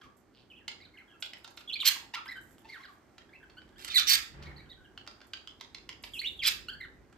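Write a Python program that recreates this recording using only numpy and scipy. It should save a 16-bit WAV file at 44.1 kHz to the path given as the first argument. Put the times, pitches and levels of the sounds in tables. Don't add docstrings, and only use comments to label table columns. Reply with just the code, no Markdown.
import sys
import numpy as np
from scipy import signal
from scipy.io import wavfile
from scipy.ndimage import uniform_filter1d

SR = 44100
rng = np.random.default_rng(int(sys.argv[2]) if len(sys.argv) > 2 else 0)


def put_to_file(sound):
    columns = np.atleast_2d(sound).T
    safe = np.clip(columns, -1, 1)
    whole_steps = np.round(safe * 32767)
    wavfile.write(sys.argv[1], SR, whole_steps.astype(np.int16))


def invert_db(x):
    u = np.asarray(x, float) / 20
    return 10 ** u


N = 316197


def rms_one(x):
    return x / np.sqrt(np.mean(x ** 2) + 1e-20)


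def in_time(tables):
    t, rows = np.arange(N) / SR, np.vstack(tables)
    on = sum((t >= table[0][0]) & (t <= table[-1][0]) for table in tables)
    level_db, *rest = [np.interp(t, rows[:, 0], column) for column in rows.T[1:]]
    return [invert_db(level_db) * uniform_filter1d(1. * on, size=200), *rest]


def at_hz(points, hz):
    points_hz, values = np.array(points)[:, :2].T
    return np.interp(np.log(hz), np.log(points_hz), values)


def drift(rate_hz):
    r = np.exp(-2 * np.pi * rate_hz / SR)
    return rms_one(signal.lfilter([1], [1, -2 * r, r * r], rng.standard_normal(N + SR))[SR:])


def band(x, lo_hz, hi_hz):
    return signal.sosfilt(signal.butter(2, [lo_hz, min(hi_hz, .45 * SR)], "band", fs=SR, output="sos"), x)


def resonate(x, hz, width_hz):
    r = np.exp(-np.pi * width_hz / SR)
    feedback = [1, -2 * r * np.cos(2 * np.pi * hz / SR), r * r]
    return signal.lfilter([(1 - r * r) / 2, 0, (r * r - 1) / 2], feedback, x)


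def treble(x):
    upper = resonate(resonate(x, 13500, 3600), 13500, 3600)
    return resonate(x, 7600, 2100) - invert_db(0.5) * upper + invert_db(-10) * resonate(x, 12000, 1300)


def gestures(rows, attack_s, release_s, rise_db, fall_db):
    t = np.arange(N) / SR
    envelopes = []
    for s, hold_s, first_db, last_db, *_ in rows:
        times_s = [s - attack_s, s, s + hold_s, s + hold_s + release_s]
        levels_db = [first_db - rise_db, first_db, last_db, last_db - fall_db]
        envelopes.append(invert_db(np.interp(t, times_s, levels_db, left=-200, right=-200)))
    return np.array(envelopes)


def background():
    # start_s, level_db
    traffic = [(0.0, -70.5), (0.079, -60.5), (0.139, -71.5), (0.86, -63.5), (1.02, -70), (2.08, -65.5),
               (2.12, -70.5), (2.37, -63), (2.91, -69.5), (4.23, -59.5), (4.25, -70), (4.406, -52),
               (4.573, -54.5), (4.63, -60.5), (5.25, -67), (6.552, -60), (6.61, -59.5), (7.17, -63.5)]
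    # freq_hz, density_db_per_hz
    air = [(24, -28), (40, 1.5), (226, -9.5), (290, -3.5), (529, -19.5), (585, -6.5), (751, -30.5),
           (810, -23.5), (1850, -28), (2320, -34.5), (7930, -49.5), (16000, -52)]
    # freq_hz, likeness
    likeness = [(40, 0.69), (125, 0.71), (250, 0.82), (600, 0.58), (2000, 0.73), (8000, 0.08)]
    # freq_hz, lean_db
    left_lean = [(60, -3), (110, 0.5), (200, -3), (380, -1.5), (700, -0.5), (1290, -7), (2380, 5.5),
                 (4400, -15.5), (8120, -22), (15000, 0)]
    rumble_db = np.interp(np.arange(N) / SR, *np.transpose(traffic))
    swing_db = rumble_db - rumble_db.mean()
    layers = np.zeros((3, 2, N))
    edges_hz = 25 * 2 ** np.arange(0, 9.6, .5)
    white = rng.standard_normal((2, 2, N))
    for k, (lo, hi) in enumerate(zip(edges_hz, edges_hz[1:])):
        hz = np.sqrt(lo * hi)
        mid, side = band(white[k % 2], lo, hi)
        alike, lean_db = np.clip(at_hz(likeness, hz), -1, 1), at_hz(left_lean, hz) / 2
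        pair = np.sqrt(1 + alike) * mid + np.sqrt(1 - alike) * side * [[1], [-1]]
        if hz < 75:
            pair = pair * invert_db(uniform_filter1d(rumble_db, size=SR) - rumble_db.mean())
        layers[int(hz > 180) + int(hz > 600)] += invert_db(at_hz(air, hz) + [[lean_db], [-lean_db]]) * pair
    murmur_db, air_db = -63.5 + 0.53 * swing_db, -67.5 + drift(0.43)
    layers[0] = signal.sosfilt(signal.butter(4, 48, "high", fs=SR, output="sos"), layers[0])
    return sum(invert_db(db) * rms_one(layer) for db, layer in zip((rumble_db, murmur_db, air_db), layers))


def motor():
    # start_s, pitch_hz, level_db
    motor_rows = [
        (4.33, 144.7, -89),
        (4.342, 139, -56.5),
        (4.478, 148.4, -52),
        (4.652, 139.7, -64),
        (4.666, 146.4, -65),
        (4.7, 139, -64),
    ]
    level, hz = in_time([np.array(motor_rows)[:, [0, 2, 1]]])
    phase = 2 * np.pi * np.cumsum(hz) / SR
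    roar = invert_db(-2.5) * rms_one(band(rng.standard_normal((2, N)), 520, 2080))
    return level * (np.sqrt(2) * (np.sin(phase) + 0.94 * np.sin(phase / 2)) + roar)


def trill():
    # start_s, level_db
    trill_rows = [
        (0.33, -88),
        (0.342, -64),
        (0.425, -68),
        (0.45, -89),
    ]
    level, = in_time([trill_rows])
    beat = np.maximum(np.sin(2 * np.pi * 125 * (np.arange(N) / SR - .003)), 0) ** 16
    ticks = band(beat * np.sign(rng.standard_normal(N)), 2500, 5100)
    return level * rms_one(band(ticks, 2540, 5100))


def rustle(voices):
    # start_s, length_s, first_db, last_db
    rustle_rows = [(0.172, 0.096, -60, -100), (1.204, 0.059, -55, -59), (1.27, 0.15, -74, -75),
                   (1.385, 0.013, -70, -86), (1.445, 0.0089, -60, -65.5), (1.508, 0.01, -59, -64.5),
                   (1.54, 0.012, -70, -72.5), (1.572, 0.013, -55, -69.5), (1.59, 0.058, -65, -80),
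                   (1.67, 0.074, -96, -72), (1.81, 0.02, -55, -46.5), (2.26, 0.22, -57, -86),
                   (2.414, 0.076, -62, -69), (2.497, 0.02, -70.5, -58), (2.535, 0.01, -68, -71),
                   (2.585, 0.049, -64, -77), (2.7, 0.29, -72, -75), (3.782, 0.073, -61.5, -47),
                   (3.95, 0.016, -38.5, -30.5), (4.43, 0.32, -88.5, -90), (5.272, 0.028, -66, -82),
                   (6.03, 0.12, -50, -59.5), (6.142, 0.061, -44.5, -50.5), (6.22, 0.16, -61.5, -66.5),
                   (6.69, 0.004, -54, -75), (6.705, 0.27, -69.5, -85)]
    airflow_db, airflow_power = -25, 0.71
    level = gestures(rustle_rows, attack_s=.006, release_s=0.017, rise_db=6.0, fall_db=18).sum(axis=0)
    effort = np.maximum(uniform_filter1d(np.abs(voices), size=150), 0) / invert_db(-40)
    level = level * invert_db(3.5 * drift(13)) + invert_db(-38 + airflow_db) * effort ** airflow_power
    grains = (rng.random(N) < .15) * rng.standard_normal(N) * invert_db(2.0 * drift(37))
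    husks = resonate(resonate(grains, 12100, 3000), 12100, 3000)
    return level * invert_db(-3.0) * rms_one(band(resonate(grains, 7600, 1400) - husks, 6000, 21000))


def clicks():
    # start_s, peak_db, ring_hz, length_ms
    plain_rows = [(0.6787, -27, 4486, 5.8), (1.223, -26, 3620, 5.8), (1.333, -36, 2160, 4.3),
                  (1.4435, -38.5, 3900, 6.4), (1.476, -37, 4340, 2.7), (1.572, -38.5, 4340, 7.3),
                  (1.605, -52, 2860, 9.9), (3.18, -43.5, 3480, 5.8), (3.497, -52.5, 4690, 6.4),
                  (3.617, -53.5, 3100, 3.2), (5.066, -42, 1900, 1.1), (5.0745, -32, 4630, 3.2),
                  (5.473, -37.5, 3200, 3), (5.6, -49, 3500, 1.4), (5.609, -31.5, 4410, 4.1),
                  (5.7455, -35, 4340, 4.8), (5.89, -30, 3040, 4.7), (6.036, -35, 5150, 7.5)]
    # start_s, peak_db, ring_hz, length_ms
    shut_rows = [
        (0.0115, -55, 3400, 10),
        (4.425, -34.5, 4900, 0.76),
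        (4.976, -42, 2980, 4.7),
        (5.204, -53, 5100, 3.4),
        (5.214, -46.5, 4770, 4.6),
        (5.3335, -31, 4740, 4.4),
    ]
    # start_s, peak_db, ring_hz, length_ms
    open_rows = [(2.508, -62.5, 4900, 4), (2.582, -50, 2960, 1.6), (3.782, -50, 2200, 3.1),
                 (3.793, -46, 2780, 3.2), (3.8, -47, 3250, 2.4), (3.814, -41, 2500, 2),
                 (3.823, -41, 3000, 2.8), (3.846, -28.5, 4770, 3.8), (3.877, -36.5, 3600, 13),
                 (3.679, -60, 3000, 1.5), (3.69, -60, 3560, 3), (5.245, -63, 2250, 3.6),
                 (7.125, -60.5, 3570, 6.6)]
    ring_share = .4
    kinds = (plain_rows, -24), (shut_rows, -27), (open_rows, -13.5)
    rows = [(*row, hiss_db) for table, hiss_db in kinds for row in table]
    out, draws = np.zeros(N), rng.random((len(rows), 4))
    hiss = rms_one(band(treble(rng.standard_normal(N)), 3600, 10000))
    grit = rms_one(band(band(rng.standard_normal(N), 1900, 5900), 1900, 5900))
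    body = rms_one(band(rng.standard_normal(N), 650, 1900))
    t = np.arange(round(0.012 * SR)) / SR
    for (s, db, hz, ms, hiss_db), turn in zip(rows, draws):
        low_db = -11 - 0.4547 * (db + 38.5)
        i, u = round(s * SR), t / max(ms, 1) * 2000
        here = slice(i, i + len(t))
        slack = 5.55 < s < 6.1
        valve_hz = (1097 if slack else 1546) * (.96 + 0.088 * turn[2])
        phase = 2 * np.pi * (t - 8.5 * t ** 2)
        low = np.sin(phase * valve_hz) + .7 * body[here]
        tone = invert_db(low_db - 0.5) * low + ring_share * np.sin(hz * phase + 6 * turn[0])
        tone = tone + ring_share * .6 * np.sin(phase * 2 * valve_hz + 6 * turn[1])
        tone = tone + 0.54 * grit[here] + invert_db(hiss_db + 6.5) * hiss[here]
        out[here] += invert_db(db) * (u * np.exp(1 - u)) ** 2 * tone
    return out


def arcs(glides, swoops, hooks, turns):
    rows = [(s, length_s, a, b, a, db) for s, length_s, a, b, db in turns]
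    for table, share in (glides, .49), (swoops, 0.22), (hooks, .9):
        rows += [(s, length_s, a, min(a, b) + share * abs(a - b), b, db) for s, length_s, a, b, db in table]
    return rows


def notes(table, overtones_db):
    # freq_hz, gain_db
    beak_colour = [(1000, -4), (2500, 12), (4100, 10.5), (5200, -2.5), (6000, -13), (8000, -13),
                   (10500, -25), (14000, -12.5)]
    out, flutter = np.zeros((2, N)), invert_db(2.6 * drift(170))
    waver = 1 + .021 * drift(110)
    for s, length_s, start_hz, mid_hz, end_hz, db in table:
        i, n = round(s * SR), round(length_s * SR)
        u = np.arange(n) / n
        hz = start_hz * (1 - u) * (1 - 2 * u) + 4 * mid_hz * u * (1 - u) + end_hz * u * (2 * u - 1)
        phase = 2 * np.pi * np.cumsum(hz * waver[i:i + n]) / SR
        tone = np.sin(phase)
        brighter_db = .45 * (db + 36)
        for k, overtone_db in enumerate(overtones_db, start=2):
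            gain = invert_db(overtone_db + brighter_db + at_hz(beak_colour, k * hz))
            tone = tone + gain * np.sin(k * phase + k)
        room_db = db - 3.5 - 0.085 * (db + 43.0)
        shape = rms_one(tone) * signal.windows.tukey(n, .3) * flutter[i:i + n]
        out[:, i:i + n] += invert_db(np.array([[db], [room_db]])) * shape
    return out


def whistled_notes():
    # start_s, length_s, first_hz, second_hz, level_db
    glide_rows = [(0.563, 0.035, 3420, 2520, -57.5), (0.55, 0.014, 2610, 3430, -58),
                  (0.8, 0.026, 1910, 2300, -58), (0.828, 0.013, 2200, 2500, -60.5),
                  (0.81, 0.024, 4700, 3600, -57), (0.838, 0.029, 4700, 2940, -61),
                  (0.85, 0.037, 1710, 1340, -68), (1.0, 0.032, 1780, 1160, -65.5),
                  (0.851, 0.012, 4130, 3950, -53.5), (0.936, 0.027, 2155, 2085, -59),
                  (0.953, 0.0166, 2120, 1520, -60.5), (0.996, 0.028, 2060, 2130, -62),
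                  (1.073, 0.049, 1686, 1600, -67.5), (1.12, 0.012, 1680, 1550, -64),
                  (1.135, 0.039, 1380, 1330, -68), (1.135, 0.021, 2670, 2600, -67),
                  (1.674, 0.03, 3280, 3390, -41), (1.693, 0.025, 3060, 2590, -40),
                  (1.754, 0.015, 2480, 2250, -36.5), (1.788, 0.031, 3080, 3140, -41),
                  (1.801, 0.0045, 3030, 4360, -30.5), (1.806, 0.021, 4260, 2660, -31),
                  (2.262, 0.028, 1490, 1693, -49), (2.286, 0.019, 1825, 2180, -40.5),
                  (2.19, 0.024, 3630, 3200, -58), (2.8, 0.016, 2080, 2154, -58),
                  (2.833, 0.0114, 2280, 1820, -53), (2.308, 0.023, 2238, 1870, -42.5),
                  (2.327, 0.0032, 1990, 2080, -43), (2.688, 0.021, 4670, 4400, -55.5),
                  (2.7, 0.0515, 3990, 3710, -68), (2.738, 0.041, 2064, 1133, -52),
                  (2.844, 0.017, 1770, 1427, -48.5), (2.838, 0.032, 4050, 2840, -68.5),
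                  (2.872, 0.014, 4130, 3560, -78), (2.85, 0.015, 5100, 3830, -54),
                  (3.403, 0.018, 1743, 1500, -62), (3.905, 0.03, 2570, 2340, -44)]
    # start_s, length_s, first_hz, second_hz, level_db
    later_rows = [(0.024, 0.046, 1300, 1065, -61), (3.972, 0.025, 1900, 1160, -32),
                  (3.972, 0.019, 3734, 3570, -19), (3.898, 0.026, 3720, 3580, -38),
                  (3.204, 0.025, 1763, 2063, -67.5), (3.329, 0.014, 1910, 2450, -58),
                  (4.656, 0.0086, 2800, 3200, -69), (4.665, 0.011, 1510, 1290, -65),
                  (4.841, 0.026, 3360, 2730, -64.5), (4.588, 0.022, 4020, 3870, -58),
                  (4.603, 0.0099, 2260, 2220, -58.5), (4.62, 0.034, 1936, 1500, -66.5),
                  (4.69, 0.034, 3650, 4020, -54.5), (4.77, 0.079, 1540, 1464, -66),
                  (6.18, 0.021, 2680, 3850, -44.5), (6.215, 0.011, 2030, 2320, -39.5),
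                  (6.234, 0.017, 2010, 2900, -42.5), (6.245, 0.023, 2950, 2770, -34.5),
                  (6.412, 0.016, 2900, 2470, -48), (6.421, 0.018, 2465, 1970, -33.5),
                  (6.731, 0.013, 4700, 4310, -48), (6.829, 0.017, 2160, 1707, -44),
                  (6.845, 0.013, 1705, 1270, -50)]
    # start_s, length_s, first_hz, second_hz, level_db
    swoop_rows = [(0.5, 0.022, 3400, 2900, -54.5), (0.515, 0.011, 2850, 2540, -55),
                  (0.605, 0.0254, 2160, 1620, -64.5), (0.982, 0.02, 4770, 4200, -86),
                  (0.971, 0.028, 3290, 1994, -53.5), (1.722, 0.022, 3130, 3970, -37.5),
                  (2.735, 0.013, 4000, 3680, -58), (2.876, 0.044, 1420, 1068, -60),
                  (3.427, 0.021, 1800, 1466, -57.5), (4.457, 0.018, 3780, 4450, -58),
                  (6.134, 0.016, 3550, 3110, -41.5), (6.145, 0.041, 3100, 2554, -42.5),
                  (6.39, 0.022, 3510, 3206, -38.5)]
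    # start_s, length_s, first_hz, second_hz, level_db
    hook_rows = [(2.155, 0.038, 1381, 1100, -43), (4.5, 0.025, 2148, 1500, -56.5),
                 (4.84, 0.046, 1650, 1476, -66.5), (0.937, 0.032, 4270, 2900, -71),
                 (1.076, 0.037, 3300, 2600, -64.5), (1.732, 0.015, 3760, 4290, -35),
                 (2.28, 0.0063, 4440, 5130, -46.5), (2.355, 0.038, 1567, 1410, -46.5),
                 (2.72, 0.03, 2085, 1526, -47), (2.832, 0.0092, 4120, 3940, -55.5),
                 (3.349, 0.019, 2670, 2620, -53.5), (4.711, 0.023, 3980, 2920, -52.5),
                 (6.19, 0.016, 3770, 4380, -32), (6.255, 0.036, 2890, 3745, -34)]
    # start_s, length_s, first_hz, second_hz, level_db
    turn_rows = [(0.526, 0.02, 2770, 2550, -58), (1.113, 0.015, 2740, 3270, -62),
                 (2.69, 0.023, 2234, 2080, -50), (3.343, 0.025, 2090, 2087, -59),
                 (4.457, 0.028, 1810, 1900, -57), (4.468, 0.014, 2007, 2274, -52.5),
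                 (4.484, 0.014, 2000, 2250, -58), (4.56, 0.03, 3870, 4450, -54),
                 (4.575, 0.025, 2270, 1900, -57), (4.7, 0.0052, 3850, 4480, -54),
                 (6.451, 0.0072, 3320, 3270, -27), (6.707, 0.055, 1826, 1470, -51.5),
                 (6.802, 0.027, 2195, 1980, -45.5)]
    return notes(arcs(glide_rows + later_rows, swoop_rows, hook_rows, turn_rows), [-15.5, -25])


def reedy_notes():
    # start_s, length_s, first_hz, second_hz, level_db
    glide_rows = [(0.012, 0.013, 1760, 1580, -57), (6.478, 0.012, 1148, 805, -41.5),
                  (1.826, 0.013, 1446, 855, -40), (2.136, 0.025, 889, 1148, -39.5),
                  (2.257, 0.0093, 1260, 860, -48), (2.645, 0.019, 835, 940, -56.5),
                  (2.768, 0.016, 1160, 1080, -60.5), (2.792, 0.028, 1023, 1120, -59),
                  (3.29, 0.011, 1630, 1810, -64.5), (3.942, 0.014, 1990, 2320, -27.5),
                  (3.955, 0.023, 2100, 1970, -16), (4.703, 0.03, 2074, 1840, -61.5),
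                  (4.9755, 0.0057, 1613, 1410, -41.5), (5.334, 0.01, 1647, 1460, -40),
                  (6.683, 0.023, 1327, 1678, -37), (6.437, 0.058, 2150, 1037, -44.5)]
    # start_s, length_s, first_hz, second_hz, level_db
    swoop_rows = [
        (1.951, 0.024, 1185, 978, -46),
        (2.015, 0.02, 1087, 868, -58),
        (3.722, 0.017, 1630, 1730, -63.5),
    ]
    # start_s, length_s, first_hz, second_hz, level_db
    hook_rows = [
        (3.568, 0.03, 1334, 1519, -52),
        (3.757, 0.039, 1380, 1786, -58.5),
    ]
    # start_s, length_s, first_hz, second_hz, level_db
    turn_rows = [
        (4.887, 0.041, 1400, 1535, -74.5),
    ]
    return notes(arcs(glide_rows, swoop_rows, hook_rows, turn_rows), [-4, -7, -10.5, -11, -22.5, -13])


def squawks():
    # start_s, hold_s, first_db, last_db, beak_hz
    squawk_rows = [(0.038, 0.04, -54, -65, 2292), (1.856, 0.033, -19, -14.5, 4344),
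                   (2.148, 0.008, -27, -35, 4720), (2.649, 0.041, -59, -62.5, 3485),
                   (2.689, 0.07, -54.5, -58, 3987), (2.775, 0.043, -57.5, -60, 2017),
                   (2.821, 0.04, -61, -59, 3747), (2.88, 0.06, -63.5, -70.5, 3639),
                   (3.793, 0.055, -49.5, -46.5, 3694), (3.877, 0.012, -41, -36.5, 4630),
                   (3.903, 0.036, -39.5, -35.5, 4245), (3.98, 0.021, -19, -25, 4180),
                   (4.001, 0.02, -27, -33.5, 4170), (4.077, 0.024, -20, -18.5, 5660),
                   (4.104, 0.052, -18.5, -17.5, 4520), (4.431, 0.064, -43.5, -81, 4246),
                   (6.438, 0.024, -29, -24, 3740), (6.47, 0.016, -17, -16.5, 4056)]
    # freq_hz, width_hz, level_db
    throat_rows = [(1900, 2000, -4), (3200, 4300, 2), (5270, 3700, -0.5), (7140, 1200, -27)]
    calls = gestures(squawk_rows, attack_s=.012, release_s=0.0057, rise_db=17, fall_db=23)
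    effort = uniform_filter1d(calls.sum(axis=0), size=100)
    beak_hz = np.array(squawk_rows)[calls.argmax(axis=0), -1]
    effort_db = 20 * np.log10(np.abs(effort) + 1e-12)
    hiss_db = -21 + 2.01 * np.maximum(effort_db + 28, 0)
    cycles = np.cumsum(1700 * invert_db(4.3 * drift(400))) / SR
    pulses = np.diff(np.floor(cycles), prepend=0) * invert_db(0.62 * rng.standard_normal(N))
    throat = sum((-1) ** k * invert_db(db) * rms_one(resonate(pulses, hz, width_hz))
                 for k, (hz, width_hz, db) in enumerate(throat_rows))
    slow = signal.lfilter([1], [1, -np.exp(-np.pi * 220 / SR)], pulses * rng.choice([-1, 1], N))
    beak_phase = 2 * np.pi * np.cumsum(beak_hz * (1 + .06 * drift(44.65))) / SR
    beak = rms_one(slow) * np.sin(beak_phase)
    rasp = invert_db(1.5 * drift(200))
    voice = band(throat + .45 * beak, 1050, 16000)
    hiss = rms_one(band(treble(pulses + 0.042 * rng.standard_normal(N)), 2400, 17000))
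    return effort * rasp * invert_db(-6) * (rms_one(voice) + invert_db(hiss_db - 2) * hiss)


def nooks(x):
    # (freq_hz, level_db)
    perches = [
        ((1.8, 2.0), [(3210, 6), (3810, 6), (4270, 6), (4840, 4), (5750, 4), (6400, 2), (7410, 3), (11580, 8), (12740, 8), (15300, 5)]),
        ((3.86, 4.3), [(3125, 4), (3680, 8), (4120, 7), (4540, 9), (5320, 3), (5680, 7), (6990, 5), (8700, 4), (9900, 5), (13680, 6), (14400, 6)]),
        ((6.4, 6.55), [(2400, 3), (3160, 3), (3480, 6), (4030, 5), (4850, 7), (5200, 5), (7790, 4), (10680, 6), (12720, 5)]),
    ]
    t, out = np.arange(N) / SR, x.copy()
    for (start_s, end_s), rings in perches:
        here = x * ((t > start_s) & (t < end_s))
        out += (invert_db(-3) - 1) * here
        for hz, db in rings:
            out += invert_db(db) * resonate(here + 1e-18, hz, 102 * (hz / 4000) ** .5)
    return out


def room(x):
    # freq_hz, t60_s
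    decay = [(800, 0.46), (2000, 0.35), (5000, 0.33), (8000, 0.29), (13000, 0.26)]
    # delay_s, level_db
    near_surfaces = [(.0055, -11), (.036, -9.5)]
    t, edges_hz = np.arange(SR // 2) / SR, 500 * 2 ** np.arange(0, 5.5, .5)
    white = rng.standard_normal((2, 2, len(t)))
    tail = sum(band(white, lo, hi) * invert_db(-60 * t / at_hz(decay, lo)) for lo, hi in zip(edges_hz, edges_hz[1:]))
    tail = tail * np.minimum(t / 0.0072, 1)
    tail = invert_db(1.5) * tail / np.sqrt(np.sum(tail ** 2, axis=2, keepdims=True))
    turns_per_s = 2.5
    facing = 2 * np.pi * turns_per_s * np.arange(N) / SR + 1.5 * drift(16)
    out = sum(signal.oaconvolve(pair, (share * x)[None], axes=1)[:, :N]
              for pair, share in zip(tail, (np.cos(facing), np.sin(facing))))
    for delay_s, db in near_surfaces:
        left, right = np.roll(x, round(delay_s * SR * 1.07)), np.roll(x, round(delay_s * SR))
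        out += invert_db(db) * np.array([left, right])
    return out


def ports(x):
    dull = signal.sosfiltfilt(signal.butter(8, 5700, fs=SR, output="sos"), x[0])

    def shadowed(lag_s, db, shadow_hz):
        late = np.interp(np.arange(N) - lag_s * SR, np.arange(N), dull)
        return invert_db(db) * signal.lfilter(*signal.butter(1, shadow_hz, fs=SR), late)

    front, far_right = shadowed(-0.000058, -0.81, 4000), shadowed(0.00038, -0.79, 2400)
    t = np.arange(N) / SR
    return np.array([np.where((t > 3.77) & (t < 4.4), far_right, front), x[1]])


def scene():
    voices, voices_far = whistled_notes() + reedy_notes() + trill()
    small, harsh = clicks() + rustle(voices), squawks()
    to_walls = voices_far + small + invert_db(-3.0) * harsh
    walls = signal.lfilter(*signal.butter(1, 4960, fs=SR), to_walls)
    return ports(voices + small + nooks(harsh) + room(walls)) + background() + motor()


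def low_pass(x):
    return signal.sosfilt(signal.butter(12, 16460, fs=SR, output="sos"), x)


def record(dry):
    dry = dry - 0.57 * resonate(dry, 9750, 1600) + 1.2 * resonate(dry, 18000, 1500)
    rounded = .52 * np.tanh(dry / .52)
    cut = signal.sosfilt(signal.cheby2(12, 60, 16400, fs=SR, output="sos"), rounded)
    return low_pass(cut)


dry = scene()
out = record(dry)
put_to_file(out)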